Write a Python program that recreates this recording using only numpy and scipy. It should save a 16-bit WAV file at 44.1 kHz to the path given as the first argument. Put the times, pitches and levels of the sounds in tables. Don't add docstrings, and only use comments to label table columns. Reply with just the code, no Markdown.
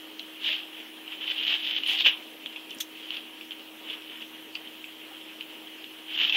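import sys
import numpy as np
from scipy import signal
from scipy.io import wavfile
from scipy.ndimage import uniform_filter1d

SR = 44100
rng = np.random.default_rng(int(sys.argv[2]) if len(sys.argv) > 2 else 0)


def how_loud(loudness_db):
    steps = np.asarray(loudness_db, float) / 20
    return 10 ** steps


def output_pcm(signal):
    pcm = np.clip(np.atleast_2d(signal).T, -1, 1) * 32767
    wavfile.write(sys.argv[1], SR, np.round(pcm).astype(np.int16))


N = 280476

# pitch_hz, level_db
CARD = [(300, -30), (900, -19.5), (1400, -28.5), (2080, -22), (2600, -7), (3050, 0), (3500, -8),
        (4000, -21), (4900, -31), (5400, -29.5), (7900, -33.5), (11500, -39.5), (14100, -25.5),
        (16000, -51)]


def evened(x):
    return x / np.sqrt(np.mean(x ** 2) + 1e-20)


def read(points, hz):
    f, value = np.transpose(points)
    return np.interp(np.log(hz + 1), np.log(f + 1), value)


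def add(mix, s, sound):
    part = mix[round(s * SR):][:len(sound)]
    part += sound[:len(part)]


def causal(points, depth=1):
    log_gain = depth * np.log(how_loud(read(points, abs(np.fft.fftfreq(4096, 1 / SR)))))
    response = np.fft.ifft(np.exp(np.conj(signal.hilbert(log_gain)))).real[:2048]
    return response / np.linalg.norm(response)


def resonate(x, hz, width):
    turn = np.exp(2j * np.pi * np.cumsum(hz * np.ones(len(x))) / SR)
    r = np.exp(-np.pi * width / SR)
    return 2 * (turn * signal.lfilter([1 - r], [1, -r], x / turn)).real


def band(x, low_hz, high_hz):
    return signal.sosfilt(signal.butter(4, [low_hz, high_hz], "band", fs=SR, output="sos"), x)


def drift(hz):
    slow = signal.butter(1, hz, fs=SR, output="sos")
    return evened(signal.sosfiltfilt(slow, rng.standard_normal(N)))


def air():
    # pitch_hz, level_db_per_hz
    spectrum = [(30, -54), (70, -33.5), (165, -30), (235, -5.5), (420, -5.5), (800, -10.5), (1390, -12.5),
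                (2200, -9), (3100, 1.5), (3700, -11.5), (4700, -20.5), (7870, -26.5), (10000, -23),
                (14800, -20)]
    frames, hz = N // 256 + 5, np.fft.rfftfreq(1024, 1 / SR)
    a, b, patches = rng.standard_normal((frames, 513, 3)).T
    patches = evened(uniform_filter1d(uniform_filter1d(patches, 20, 0), 10, 1))
    z = (a + 1j * b) * how_loud(read(spectrum, hz)[:, None] + 1.58 * patches)
    noise = signal.istft(z, nperseg=1024, noverlap=768)[1][:N]
    return how_loud(-45.5) * evened(noise)


def hum():
    # multiple, level_db
    orders = [
        (1, -53),
        (3, -67),
        (4, -73),
    ]
    # pitch_hz, width_hz, level_db
    side_tones = [
        (235.7, 14, -67.5),
        (785.5, 35, -75),
    ]
    # time_s, level_db
    mains = [
        (0.0, -84),
        (2.9, -83.5),
        (4.5, -76),
        (5.7, -82.5),
        (6.36, -77),
    ]
    motor_hz = 315.7
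    t = np.arange(N) / SR
    turn = 2 * np.pi * motor_hz * t
    tone = sum(np.sqrt(2) * how_loud(db + 0.27 * drift(1)) * np.sin(k * turn) for k, db in orders)
    buzz = np.sin(2 * np.pi * (120 * t + .15 * drift(4)))
    tone += np.sqrt(2) * how_loud(np.interp(t, *np.transpose(mains))) * buzz
    for hz, width, db in side_tones:
        tone += how_loud(db) * evened(resonate(resonate(rng.standard_normal(N), hz, width), hz, width))
    return tone


def room(x):
    echoes, t = np.zeros(8000), np.arange(8000) / SR
    echoes[np.arange(200, 7980, 20) + rng.integers(0, 20, 389)] = rng.choice([-1., 1.], 389)
    echoes *= how_loud(-60 * t / 0.13)
    return signal.oaconvolve(x, echoes / np.linalg.norm(echoes))[:N]


def brush():
    level_db, middle_s, half_s = -48.5, 1.91, 0.055
    t = np.arange(N) / SR
    stroke = np.exp(-((t - middle_s) / half_s) ** 4)
    return how_loud(level_db) * stroke * band(rng.standard_normal(N), 5000, 17000)


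def handling():
    # start_s, peak_db, pitch_hz, width_hz, length_s
    finger_taps = [
        (1.875, -31, 10700, 900, 0.0022),
        (1.933, -33, 5600, 2540, 0.0014),
        (2.7067, -37, 5700, 2500, 0.002),
        (2.748, -37, 10400, 2500, 0.0019),
        (2.786, -32.5, 6200, 2500, 0.0023),
    ]
    # start_s, peak_db, pitch_hz, t60_s
    bumps = [
        (.49, -42, 612, 0.17),
        (1.93, -43, 775, 0.18),
        (2.064, -21.5, 539, 0.03),
        (2.764, -29, 266, 0.033),
        (2.767, -29, 520, 0.018),
        (5.11, -40, 790, 0.064),
    ]
    # pitch_hz, level_db_per_hz
    shell = [(710, -58), (1200, -24), (2450, -12.5), (3400, 0.5), (4700, -17.5), (6230, -5), (7740, -20),
             (8530, -15), (10100, -22), (13600, -12), (16000, -24)]
    slip_s, slip_db, rise_s, slip_t60_s = 2.801, -26.5, 0.0048, 0.084
    out, t = np.zeros(N), np.arange(6000) / SR
    for s, db, hz, width, length in finger_taps:
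        push = rng.standard_normal(len(t)) * (t < length)
        ring = resonate(resonate(push, hz, width), hz, width)
        add(out, s, how_loud(db) * ring / abs(ring).max())
    fall_db = slip_db - 60 * np.maximum(t - rise_s, 0) / slip_t60_s
    stroke = np.minimum(t / rise_s, 1) * how_loud(fall_db)
    add(out, slip_s, signal.fftconvolve(stroke * rng.standard_normal(len(t)), causal(shell)))
    for s, db, hz, t60 in bumps:
        swell = how_loud(db - 60 * t / t60) * (1 - np.exp(-t / .003)) ** 2
        add(out, s, swell * np.sin(2 * np.pi * hz * t))
    return out


def nails():
    # start_s, peak_db, pitch_hz
    clicks = [(0.194, -16.5, 4070), (1.0755, -41, 3920), (1.3784, -37, 4130), (1.435, -22, 3720),
              (1.4484, -36, 4050), (2.4588, -50, 4180), (3.1038, -47, 3850), (3.1684, -20.5, 3800),
              (3.5174, -43, 3910), (4.5515, -19, 4600), (5.407, -34, 3930)]
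    out, t = np.zeros(N), np.arange(900) / SR
    for (s, db, hz), noise in zip(clicks, rng.standard_normal((len(clicks), len(t)))):
        crack = np.sin(2 * np.pi * hz * t) + 1.5 * band(noise, 2000, 5100)
        add(out, s, how_loud(db - 60 * t / 0.0072) * (1 - np.exp(-t / 0.0012)) * crack)
    return out


def ticks():
    # start_s, peak_db, pitch_hz, scatter_db (relative)
    tongue_claw = [(0.195, -24, 3160, -1), (0.6644, -37, 3220, -11), (2.4596, -20.5, 3300, -6),
                   (2.5265, -33, 2530, 3), (2.5601, -24.5, 2550, 1.5), (2.696, -33, 2620, -4),
                   (2.7081, -31.5, 3230, 4), (3.1048, -19.5, 3240, -13), (3.146, -26, 2970, -5),
                   (3.1674, -27, 2820, -10), (3.4104, -28, 2610, -1), (3.5078, -25, 3270, -2),
                   (3.5179, -24, 2970, -1.5), (3.5942, -31.5, 3040, -5), (3.8988, -25, 3120, 4),
                   (4.02, -31, 2980, -7), (4.2185, -27.5, 3000, -7), (4.5518, -28.5, 2630, 5.5),
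                   (4.5534, -21.5, 2770, -12), (4.673, -33, 3260, 1), (4.8416, -26, 2370, -10),
                   (5.2126, -35, 2900, -2), (5.4086, -21, 2890, -11), (5.424, -33, 3180, -1),
                   (5.671, -34, 3110, 2), (5.8416, -27.5, 2840, -8)]
    # start_s, peak_db, pitch_hz
    snaps = [(1.077, -27.5, 2660), (1.1197, -28, 3080), (1.2084, -28, 3080), (1.278, -18, 2940),
             (1.3797, -21, 2970), (1.449, -18.5, 2930), (1.479, -15.5, 3040), (1.515, -23, 2830),
             (1.5384, -18, 3170), (1.7628, -19, 3280), (1.7799, -19.5, 2990), (1.8341, -17.5, 2900),
             (1.8946, -12.5, 2910), (2.0055, -12, 2740), (2.0466, -15.5, 3100), (6.1754, -16.5, 2740),
             (6.2948, -12, 3310), (6.3236, -12, 2730), (1.30, -19, 3040), (1.492, -16.5, 2990),
             (1.9052, -15, 2990), (6.248, -15.5, 3120)]
    tick_s, snap_s, scatter_t60_s = .0028, .004, .06
    out, t, card = np.zeros(N), np.arange(4400) / SR, causal(CARD)
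    stiff, crisp = causal(CARD, depth=0.9), causal(CARD, depth=.65)
    rows = [(*row, tick_s, crisp) for row in tongue_claw]
    for s, db, hz in snaps:
        scatter_db = -5 + 0.48 * (db + 23)
        rows.append((s, db, hz, scatter_db, snap_s, stiff))
    scatter = rng.standard_normal((len(rows), len(t)))
    for (s, db, hz, scatter_db, length, body), noise in zip(rows, scatter):
        swell = np.sin(np.pi * np.minimum(t / length, 1) ** 0.79) ** 2
        crack = 1.5 * band(noise[::-1], 1200, 4950)
        snap = signal.fftconvolve(swell * (np.cos(2 * np.pi * hz * t) + crack), body)[:len(t)]
        slips = resonate(noise, hz, 1500) + .5 * noise
        slips = evened(signal.fftconvolve(slips, card)[:len(t)])
        tail = slips * how_loud(scatter_db - 60 * t / scatter_t60_s) * (1 - np.exp(-t / 0.0031))
        add(out, s, how_loud(db) * (snap / abs(snap).max() + .5 * tail))
    return out


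def rasp(spread_db, clump_db, low_hz, high_hz, cycles):
    grains_per_s = 4400
    size = how_loud(spread_db * np.minimum(rng.exponential(1, N), 4)) * rng.choice([-1., 1.], N)
    slips = size * (rng.random(N) < grains_per_s / SR) * how_loud(clump_db * drift(60.9))
    kind, t, out = rng.integers(0, 12, N), np.arange(400) / SR, np.zeros(N)
    for k, hz in enumerate(np.geomspace(low_hz, high_hz, num=12)):
        blip = np.cos(2 * np.pi * hz * t) * np.exp(-t * hz / cycles)
        blip[0] += 1.5
        out += signal.oaconvolve(slips * (kind == k), blip)[:N]
    return evened(signal.oaconvolve(out, causal(CARD))[:N])


def scuffs():
    # hardest_s, rub_db, build_up_s, let_go_s, claw_share_db
    shifts = [(0.478, -27, 0.094, 0.17, 4), (0.789, -42, 0.13, 0.11, -12), (1.13, -38, 0.098, 0.062, -6),
              (1.231, -34.5, 0.054, .08, -5), (1.299, -31, 0.11, 0.093, 2.5), (1.41, -31, 0.15, 0.15, 1.5),
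              (1.50, -26.5, 0.11, 0.13, 3.5), (1.549, -25, 0.051, 0.044, -2.5),
              (1.70, -28.5, 0.17, 0.16, 2), (1.77, -30, 0.047, 0.047, 3.5), (1.901, -26.5, .08, 0.12, 4.5),
              (1.95, -31, 0.061, .04, 0), (2.005, -23.5, 0.045, 0.04, 9.5), (2.066, -15, .03, 0.05, -2),
              (2.11, -32, 0.066, 0.093, -9), (2.19, -47.5, .05, 0.16, -4),
              (6.14, -33.5, 0.087, 0.054, -0.5), (6.20, -24.5, 0.047, 0.095, -3),
              (6.249, -23.5, 0.13, .1, 1.5), (6.35, -22.5, 0.03, 0.11, -2)]
    # hardest_s, rub_db, build_up_s, let_go_s, claw_share_db
    strokes = [
        (3.01, -43.5, 0.082, 0.14, 4),
        (3.138, -36, 0.082, 0.11, 1),
        (3.911, -35.5, 0.096, .1, 0.5),
        (4.12, -42.5, 0.09, 0.13, -9),
        (4.22, -39.5, .03, 0.032, -2),
    ]
    swing_db, roundness = 23, 1.57
    t = np.arange(N) / SR
    heard = rasp(spread_db=2, clump_db=2.0, low_hz=1483, high_hz=5680, cycles=1.7)
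    body, boom = band(heard, 1900, 3700), band(heard, 100, 1900)
    edge, fizz = band(heard, 3700, 5200), band(heard, 5200, 17000)
    edge = edge + resonate(edge, 4490, 560)
    layers = [body, boom, edge, fizz]
    power = np.zeros((len(layers), N))
    for s, rub_db, build, let_go, claw_db in shifts + strokes:
        away = np.where(t < s, (s - t) / max(build, .01), (t - s) / max(let_go, .01))
        on = away < 3
        boom_db = 0.5 - 0.26 * claw_db - .2 * (rub_db + 23.5)
        edge_db = -2.2 + claw_db
        fizz_db = -1.5 + 0.21 * claw_db
        colour = how_loud(np.array([0, boom_db, edge_db, fizz_db]))
        swell = how_loud(rub_db - swing_db * away[on] ** roundness)
        power[:, on] += (colour[:, None] * swell) ** 2
    return (np.sqrt(power) * layers).sum(0)


def scene():
    box = band(scuffs() + ticks(), 185.4, 18000) + nails()
    rest = handling() + air() + hum() + brush()
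    return (box + how_loud(-11.0) * room(box) + rest)[None]


def camera_rounding(x):
    # pitch_hz, step_db
    coarseness = [(200, -14), (1400, -8), (3000, -14), (4300, -5), (5400, 2), (8000, 6), (10500, 3),
                  (13500, 6), (15000, 3)]
    # pitch_hz, level_db
    mask = [(1, -41), (170, -40), (6000, -42), (7800, -36), (9500, -39.5), (11500, -40.5), (14000, -40),
            (16000, -43)]
    top_line, grid, scatter_db = 732, 395, 1.8
    edges = np.r_[0:40:8, 40:240:20, 240:1024:32]
    widths, edge_hz = np.diff(np.r_[edges, 1024]), edges * SR / 2048
    n, lead = np.arange(2048)[:, None] + .5, 1024 - grid
    window = np.sin(np.pi * n / 2048)
    basis = window * np.cos(np.pi / 1024 * (n + 512) * n[:1024].T) / np.sqrt(512)
    padded = np.pad(x, (1024 + lead, 3072))
    frames = np.lib.stride_tricks.sliding_window_view(padded, 2048)[::1024].copy()
    lines = frames @ basis
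    band_db = 10 * np.log10(np.add.reduceat(lines ** 2, edges, axis=1) / widths + 1e-20)
    under_db = band_db - band_db.max(1, keepdims=True) + scatter_db * rng.standard_normal(band_db.shape)
    bends = np.diff(frames, 2, append=0, prepend=0) ** 2
    blocks = bends.reshape(len(frames), 16, 128).mean(2)
    sudden = blocks.max(1) > 4 * np.median(blocks, axis=1)
    step_db = band_db + read(coarseness, edge_hz) - 14 * sudden[:, None]
    step = np.repeat(how_loud(step_db + scatter_db * rng.standard_normal(band_db.shape)), widths, axis=1)
    kept = np.sign(lines) * step * np.floor(abs(lines) / step + .41)
    kept += .1 * step * rng.standard_normal(step.shape) * (kept != 0).any(1, keepdims=True)
    kept *= np.repeat(under_db > read(mask, edge_hz), widths, axis=1) * (np.arange(1024) < top_line)
    halves = (kept @ basis.T).reshape(-1, 2, 1024)
    return (halves[1:, 0] + halves[:-1, 1]).ravel()[lead:lead + N]


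def low_pass(x):
    return signal.sosfilt(signal.butter(12, 16240, fs=SR, output="sos"), x)


def record(dry):
    ceiling = 1.
    bent = ceiling * np.tanh(dry[0] / ceiling)
    mix = camera_rounding(bent)[None]
    return low_pass(mix)


dry = scene()
out = record(dry)
output_pcm(out)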